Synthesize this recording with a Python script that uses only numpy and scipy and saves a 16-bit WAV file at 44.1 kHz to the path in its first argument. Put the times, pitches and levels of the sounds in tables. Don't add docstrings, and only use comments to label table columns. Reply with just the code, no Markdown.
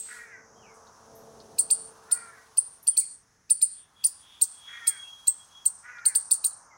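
import sys
import numpy as np
from scipy import signal
from scipy.fft import rfft, irfft
from scipy.io import wavfile
from scipy.ndimage import map_coordinates

SR = 44100
rng = np.random.default_rng(int(sys.argv[2]) if len(sys.argv) > 2 else 0)


def unload_audio(sound):
    columns = np.transpose(np.atleast_2d(sound))
    steps = np.round(np.clip(columns, -1, 1) * 32767)
    wavfile.write(sys.argv[1], SR, steps.astype(np.int16))


N = 298557
TIME = np.arange(N) / SR


def from_db(db):
    return 10 ** (np.asarray(db) / 20)


def rms_one(x):
    return x / np.sqrt(np.mean(x ** 2) + 1e-20)


def follow(rows, at):
    first, *columns = np.transpose(rows)
    return [np.interp(at, first, c) for c in columns]


def add(out, start_s, sound):
    i = int(round(start_s * SR))
    part = sound[max(-i, 0):max(N - i, 0)]
    begin = max(i, 0)
    out[begin:begin + len(part)] += part


def drift(rate_hz, size):
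    step = rate_hz / SR
    knots = rng.standard_normal(int(size * step) + 3)
    return map_coordinates(knots, [np.arange(size) * step], order=2, mode="nearest")


def phase_of(hz):
    return 2 * np.pi * np.cumsum(hz) / SR


def butter(order, hz, kind, x):
    return signal.sosfilt(signal.butter(order, hz, kind, fs=SR, output="sos"), x)


def coloured(spectrum):
    hz, db = np.transpose(spectrum)
    f = np.maximum(np.fft.rfftfreq(N, 1 / SR), 1)
    gain = from_db(np.interp(np.log(f), np.log(hz), db))
    gain *= np.minimum(f / hz[0], 1) ** 2 * np.minimum(hz[-1] / f, 1) ** 2
    return rms_one(irfft(rfft(rng.standard_normal(N)) * gain, N))


def scatter(t60_s, build_s, dull_hz, lumpy_db, reach_s):
    t = np.arange(SR * 2 // 3) / SR
    lumps = from_db(lumpy_db * drift(70, len(t)))
    fading = from_db(-60 * t / t60_s) * (1 - np.exp(-t / build_s)) / (1 + (t / reach_s) ** 8)
    tail = butter(2, dull_hz, "low", rng.standard_normal(len(t)) * lumps * fading)
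    return tail / np.sqrt(np.sum(tail ** 2))


def trees(sound):
    tail = scatter(t60_s=0.25, build_s=0.0057, dull_hz=15000, lumpy_db=3.5, reach_s=0.25)
    return signal.fftconvolve(sound, tail)


SWELL_EDGE_DB = -21


def swell(peak_s, length_s):
    return from_db(SWELL_EDGE_DB * (2 * (TIME - peak_s) / length_s) ** 2)


# register break in seconds, level in dB, top pitch in Hz before waver, arch length in seconds,
# upsweep fundamental in dB, overtones in dB, tree echo in dB re near sound, change of the falling end in dB.
CHIRPS = [(-0.035, -27, 8386, 0.0336, -22, -2, -7.5, -33), (1.589, -18.5, 9230, 0.026, -12, -9, -18, 0),
          (1.7076, -17.5, 9235, 0.041, -10, -14.5, -15.5, -19),
          (2.1175, -18.5, 9300, 0.037, -8, -7, -19, -2),
          (2.5767, -17.5, 9475, 0.034, -14.5, -9.5, -19.5, -13.5),
          (2.8745, -17, 9570, 0.039, -13.5, -10, -19.5, -15.5),
          (2.974, -16.5, 9076, 0.037, -10.5, -8, -15, 1),
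          (3.5036, -16.5, 9360, 0.036, -10.5, -9.5, -19.5, -17.5),
          (3.6199, -16.5, 9166, 0.044, -9.5, -8, -17, -21.5),
          (4.045, -17, 9614, 0.029, -5.5, -3, -23, 12.5),
          (4.4179, -17, 8955, 0.0218, -12.5, -6, -21.5, 11.5), (4.875, -18, 8980, 0.02, -11.5, -4, -22, 4),
          (5.275, -17.5, 8570, 0.034, -14, -11.5, -24.5, -28),
          (5.6588, -18.5, 8880, 0.022, -23.5, -10, -22.5, 2),
          (6.0584, -16.5, 9130, 0.033, -11, -7, -20.5, 2), (6.155, -18, 9174, 0.027, -13, -6.5, -16, -14),
          (6.3145, -17, 9260, 0.027, -12, -9, -19, 6), (6.4466, -17.5, 9105, 0.027, -11.5, -4, -19.5, 5)]


def squirrel(t60_s=0.74, reach_s=0.19, treetop_hz=8600):
    out = np.zeros(N)
    for break_s, db, top_hz, length_s, upsweep_db, overtone_db, echo_db, fall_db in CHIRPS:
        call = chirp(top_hz, length_s, upsweep_db, overtone_db, fall_db)
        near = signal.fftconvolve(call, near_paths())
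        tail = scatter(t60_s, build_s=0.0069, dull_hz=14000, lumpy_db=1.5, reach_s=reach_s)
        far = butter(3, treetop_hz, "low", signal.fftconvolve(call, tail))
        heard = rms_one(near) + from_db(echo_db) * rms_one(far)
        body = np.sqrt(0.033 * SR / len(heard))
        add(out, break_s + UPSWEEP[0][0], from_db(db) * heard * body)
    return out


# time from the break in seconds, pitch re top pitch, level in dB.
UPSWEEP = [(-.012, .25, -36), (-.0062, .28, -13), (-.0053, .36, -17), (-.0044, .45, -2), (-.0028, .485, 3),
           (-.0012, .525, 2.5), (-.0004, .58, -1), (.001, .78, -16)]
# share of the arch length, pitch re top pitch, level in dB.
ARCH = [(0, 0.77, -9), (.07, 0.8905, 4), (.18, 1, 8.5), (.3, 0.98, 5.5), (.5, 0.98, 3), (.68, .87, -7),
        (.85, 0.63, -29), (1, 0.47, -29), (1.1, 0.61, -46)]


def chirp(top_hz, length_s, upsweep_db, overtone_db, fall_db, waver=0.017, rasp=0.12, breath_db=-17):
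    t = np.arange(UPSWEEP[0][0], length_s * ARCH[-1][0], 1 / SR)
    share = t / length_s
    low_ratio, low_db = follow(UPSWEEP, t)
    arch_ratio, arch_db = follow(ARCH, share)
    broken = np.clip(t / .001 + .5, 0, 1)
    pitch_hz = top_hz * (low_ratio + broken * (arch_ratio - low_ratio))
    phase = phase_of(pitch_hz * (1 + waver * drift(900, len(t))))

    low = (1 - broken) * from_db(low_db) * (1 + rasp * drift(1800, len(t)))
    arch = broken * from_db(arch_db + fall_db * np.clip((share - .62) / 0.18, 0, 1))

    def overtone(order):
        return from_db(overtone_db) * np.sin(order * phase) * (order * pitch_hz < SR / 2)

    upsweep = from_db(upsweep_db) * np.sin(phase) + from_db(-5.0) * overtone(2) + from_db(-8.0) * overtone(3)
    whistle = np.sin(phase) + from_db(2.5) * overtone(2)
    air = butter(2, 3500, "high", rng.standard_normal(len(t)))
    breath = air * (from_db(breath_db) * low + from_db(-52) * arch)
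    return butter(8, 2400, "high", low * upsweep + arch * whistle + breath)


# mean delay in seconds, level in dB re direct.
REFLECTIONS = [(.0007, -1.5), (.0021, -23), (.0062, -7.5), (0.0103, -15), (.021, -25)]


def near_paths(wander=.16, litter_db=-5.5):
    paths = from_db(litter_db) * scatter(t60_s=0.11, build_s=0.0016, dull_hz=14900, lumpy_db=1.5, reach_s=.1)
    paths[0] += 1
    for delay_s, db in REFLECTIONS:
        shifted_s = abs(delay_s * (1 + wander * rng.standard_normal()))
        paths[int(shifted_s * SR)] += from_db(db)
    return paths


# start in seconds, length in seconds, direct level in dB, echo level in dB, base pitch in Hz.
CAWS = [(0.054, 0.33, -49.5, -62.5, 479.8), (2.052, 0.35, -70.5, -60.5, 469),
        (4.653, .34, -49.5, -62.5, 470.7), (5.823, 0.31, -49.5, -62, 486.8)]
# share of its length, pitch ratio, beak resonance in Hz, level in dB,
# hoarseness ratio.
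CAW = [(0, .92, 1446, -12, 0.8), (.13, 1.01, 1670, 4, 1.2), (.3, 1.015, 1893, 2.5, 0.89),
       (0.521, .985, 1800, 4, 0.5), (.68, .93, 1850, -0.5, .2), (0.82, .86, 1920, 1, 0.4),
       (.96, .79, 1860, -4.5, 0.2), (1.12, .72, 1800, -20, .3)]


def crows(beak_width_hz=520, rasp=0.36, hoarse_db=-5, jitter=0.0164, wobble=.007, flicker_db=4.5):
    out = np.zeros(N)
    for start_s, length_s, direct_db, echo_db, base_hz in CAWS:
        share = np.arange(0, CAW[-1][0], 1 / (length_s * SR))
        size = len(share)
        ratio, beak_hz, shape_db, hoarse = follow(CAW, share)
        unsteady = 1 + jitter * hoarse * drift(246, size) + wobble * drift(30, size)
        phase = phase_of(base_hz * ratio * unsteady)
        voice = np.zeros(size)
        for k in np.arange(2, 20) / 2:
            off_beak = (k * base_hz * ratio - beak_hz) / beak_width_hz
            gain = 1 / (1 + off_beak ** 6) + from_db(-35)
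            partial_db = -9 * (k % 1 > 0) + flicker_db * drift(27.5, size)
            voice += gain * from_db(partial_db) * np.sin(k * phase + rng.uniform(0, 2 * np.pi))
        air = butter(3, [1350, 2250], "band", rng.standard_normal(size))
        hoarse_voice = rms_one(voice) + from_db(hoarse_db) * hoarse * rms_one(air)
        rattle = 1 + rasp * hoarse * drift(170, size)
        caw = rms_one(hoarse_voice * rattle * from_db(shape_db))
        tail = scatter(t60_s=0.28, build_s=0.0243, dull_hz=1210, lumpy_db=1.5, reach_s=0.332)
        echo = signal.fftconvolve(caw, tail)
        add(out, start_s, from_db(direct_db) * caw)
        add(out, start_s, from_db(echo_db) * rms_one(echo) * np.sqrt(len(echo) / size))
    return out


# start in seconds, length in seconds, start pitch in Hz, end pitch in Hz,
# direct level in dB, echo level in dB.
WHISTLES = [(.55, 0.094, 3210, 3123, -73, -77), (0.619, 0.04, 3100, 2392, -65.5, -68),
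            (0.649, 0.0352, 2830, 2069, -65.5, -68), (0.675, 0.0666, 2350, 2007, -64, -74),
            (2.91, 0.0596, 3390, 2950, -66, -71.5), (2.99, 0.059, 2535, 2017, -64.5, -71.5),
            (5.027, 0.083, 2710, 2720, -62.5, -82), (6.702, 0.0485, 2220, 1968, -62, -66.5)]


def small_birds():
    out = np.zeros(N)
    for start_s, length_s, start_hz, end_hz, direct_db, echo_db in WHISTLES:
        size = int(length_s * SR)
        flutter = 1 + .022 * drift(450, size)
        phase = phase_of(np.geomspace(start_hz, end_hz, size) * flutter)
        glide = rms_one(np.sqrt(np.hanning(size)) * np.sin(phase))
        add(out, start_s, from_db(direct_db) * glide)
        add(out, start_s, from_db(echo_db) * trees(glide))
    return out


# peak in seconds, length in seconds, tone in dB, airy rasp in dB.
NOTE_SWELLS = [(3.81, .24, -76, -66.5), (4.024, 0.15, -56, -62), (4.336, 0.33, -58.5, -56.5),
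               (4.717, 0.33, -44.5, -55.5), (5.001, 0.7, -44.5, -67.5), (5.415, 0.092, -53.5, -87),
               (5.577, 0.2, -50.5, -66.5)]
# time in seconds,
# pitch in Hz before jitter.
NOTE_PITCH = [(4, 3335), (4.85, 3318), (4.95, 3292), (5.15, 3290), (5.6, 3312)]
# frequency in Hz, relative level in dB.
NOTE_RASP = [(2700, -13.5), (3150, -6.5), (3400, 0), (3650, -4), (3950, -23.5)]


def thin_note(flicker_db=3.0, throb_db=1.8, overtone_db=-19, echo_db=-25):
    tone = np.max([from_db(db) * swell(s, length) for s, length, db, _ in NOTE_SWELLS], axis=0)
    rasp = sum(from_db(db) * swell(s, length) for s, length, _, db in NOTE_SWELLS)
    hz, = follow(NOTE_PITCH, TIME)
    phase = phase_of(hz * (1 + .0035 * drift(260, N)))
    unsteady = from_db(flicker_db * drift(90, N) + throb_db * drift(22, N))
    note = tone * unsteady * (np.sin(phase) + from_db(overtone_db) * np.sin(2 * phase))
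    return note + from_db(echo_db) * trees(note)[:N] + rasp * coloured(NOTE_RASP)


# start in seconds, level at onset in dB, centre in Hz, t60 in seconds.
TICKS = [(.03, -69, 11000, .15), (0.138, -51.5, 8100, 0.48), (0.741, -61.5, 9000, 0.36),
         (.87, -61.5, 4260, 0.11), (1.153, -57, 13000, 0.3), (1.401, -51.5, 4650, 0.081),
         (2.828, -49.5, 11500, 0.1357), (5.984, -54, 4054, 0.057)]


def leaves():
    out, t = np.zeros(N), np.arange(SR // 3) / SR
    for start_s, db, centre_hz, t60_s in TICKS:
        tick = butter(2, [centre_hz * 0.83, centre_hz * 1.1], "band", rng.standard_normal(len(t)))
        add(out, start_s, from_db(db - 60 * t / t60_s) * rms_one(tick))
    return out


# frequency in Hz, relative level in dB.
RUMBLE = [(18, -45), (30, -27.5), (92, -9.5), (188, -12.5), (220, -12), (342, -14.5), (442, -5.5),
          (587, -10.5), (900, -12.5), (1170, -35), (1980, -120)]
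# frequency in Hz, relative level in dB.
TYRES = [(600, -8), (800, -1.5), (1050, 2), (1350, -2), (1650, -8), (2000, -29), (3000, -31.5)]
# time in seconds, mean level in dB.
TYRE_LEVEL = [(0, -71), (.75, -56.5), (1.5, -62.5), (2.05, -57), (3.0, -69.5), (3.6, -82.5), (3.9, -68),
              (4.8, -62.5), (5.6, -64), (6.77, -57)]
# multiple of DRONE_HZ, mean level in dB re drone.
DRONE_ORDERS = [(.5, -6), (1, 2), (1.5, -2.5), (2, -12), (2.5, -17)]
NEAREST_S, PASSING_S, LEAVING_DB_PER_S = 1.46, 0.31, 8
RUMBLE_DB, FAR_RUMBLE_DB = -52.5, -79.5
DRONE_HZ, DRONE_DB, DRONE_FOLLOWS = 447.3, -55, 0.97


def traffic(waver=0.0033, uneven_db=1.9, tyre_uneven_db=0.5):
    since_s = TIME - NEAREST_S
    distance = np.hypot(1, since_s / PASSING_S)
    passing_db = -20 * np.log10(distance) - LEAVING_DB_PER_S * np.maximum(since_s, 0)
    passing_db += uneven_db * drift(9, N)
    rumble = np.hypot(from_db(RUMBLE_DB + passing_db), from_db(FAR_RUMBLE_DB)) * coloured(RUMBLE)

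    tyre_db, = follow(TYRE_LEVEL, TIME)
    tyres = from_db(tyre_db + tyre_uneven_db * drift(13, N)) * coloured(TYRES)

    phase = phase_of(DRONE_HZ * (1 + waver * drift(30, N)))
    drone = sum(from_db(db + 2 * drift(5.1, N)) * np.sin(k * phase) for k, db in DRONE_ORDERS)
    return rumble + tyres + from_db(DRONE_DB + DRONE_FOLLOWS * passing_db) * drone


# time in seconds, level in dB before HISS_GAIN_DB.
HISS_LEVEL = [(0.0, -70), (0.34, -63.5), (0.64, -62), (3.04, -69.5), (3.24, -70), (4.05, -77),
              (4.22, -68.5), (4.45, -71), (4.86, -59.5), (5.22, -65.5), (6.32, -60.5), (6.77, -64.5)]
# frequency in Hz, relative level in dB.
HISS = [(4000, -33.5), (4800, -12.5), (5300, -5), (6000, -1.5), (6600, -3.5), (7200, -12.5), (8500, -24)]
HISS_GAIN_DB = -0.5


def insects():
    hiss_db, = follow(HISS_LEVEL, TIME)
    return from_db(hiss_db + HISS_GAIN_DB) * coloured(HISS)


# peak in seconds, length in seconds, level in dB.
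RUSTLES = [(0.106, 0.41, -54), (1.4, 2.37, -66.5), (2.402, 2.4, -65.5), (4.898, 2.78, -61.5)]
# frequency in Hz, relative level in dB.
RUSTLE = [(2500, -4), (4300, 0), (7500, -3), (10000, 1.5), (11500, -11.5), (13000, -12.5), (15500, -11.5)]


def foliage():
    stirring = sum(from_db(db) * swell(s, length) for s, length, db in RUSTLES)
    return stirring * from_db(0.79 * drift(51, N)) * coloured(RUSTLE)


# frequency in Hz, relative level in dB.
AIR = [(15, -36), (25, -4.5), (103, 3), (125, 0), (210, -3), (412, -11), (559, -41), (597, -26),
       (1170, -12.5), (1770, -5), (4500, -43.5), (5850, -76.5), (9900, -120)]
AIR_DB = -69.5


def still_air():
    return from_db(AIR_DB) * coloured(AIR)


def scene():
    animals = squirrel() + crows() + small_birds()
    park = animals + thin_note() + leaves() + traffic() + insects() + foliage() + still_air()
    return np.stack([park, park])


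CUTOFF_HZ = 15900


def record(dry):
    return signal.sosfilt(signal.ellip(12, .2, 80, CUTOFF_HZ, fs=SR, output="sos"), dry)


dry = scene()
out = record(dry)
unload_audio(out)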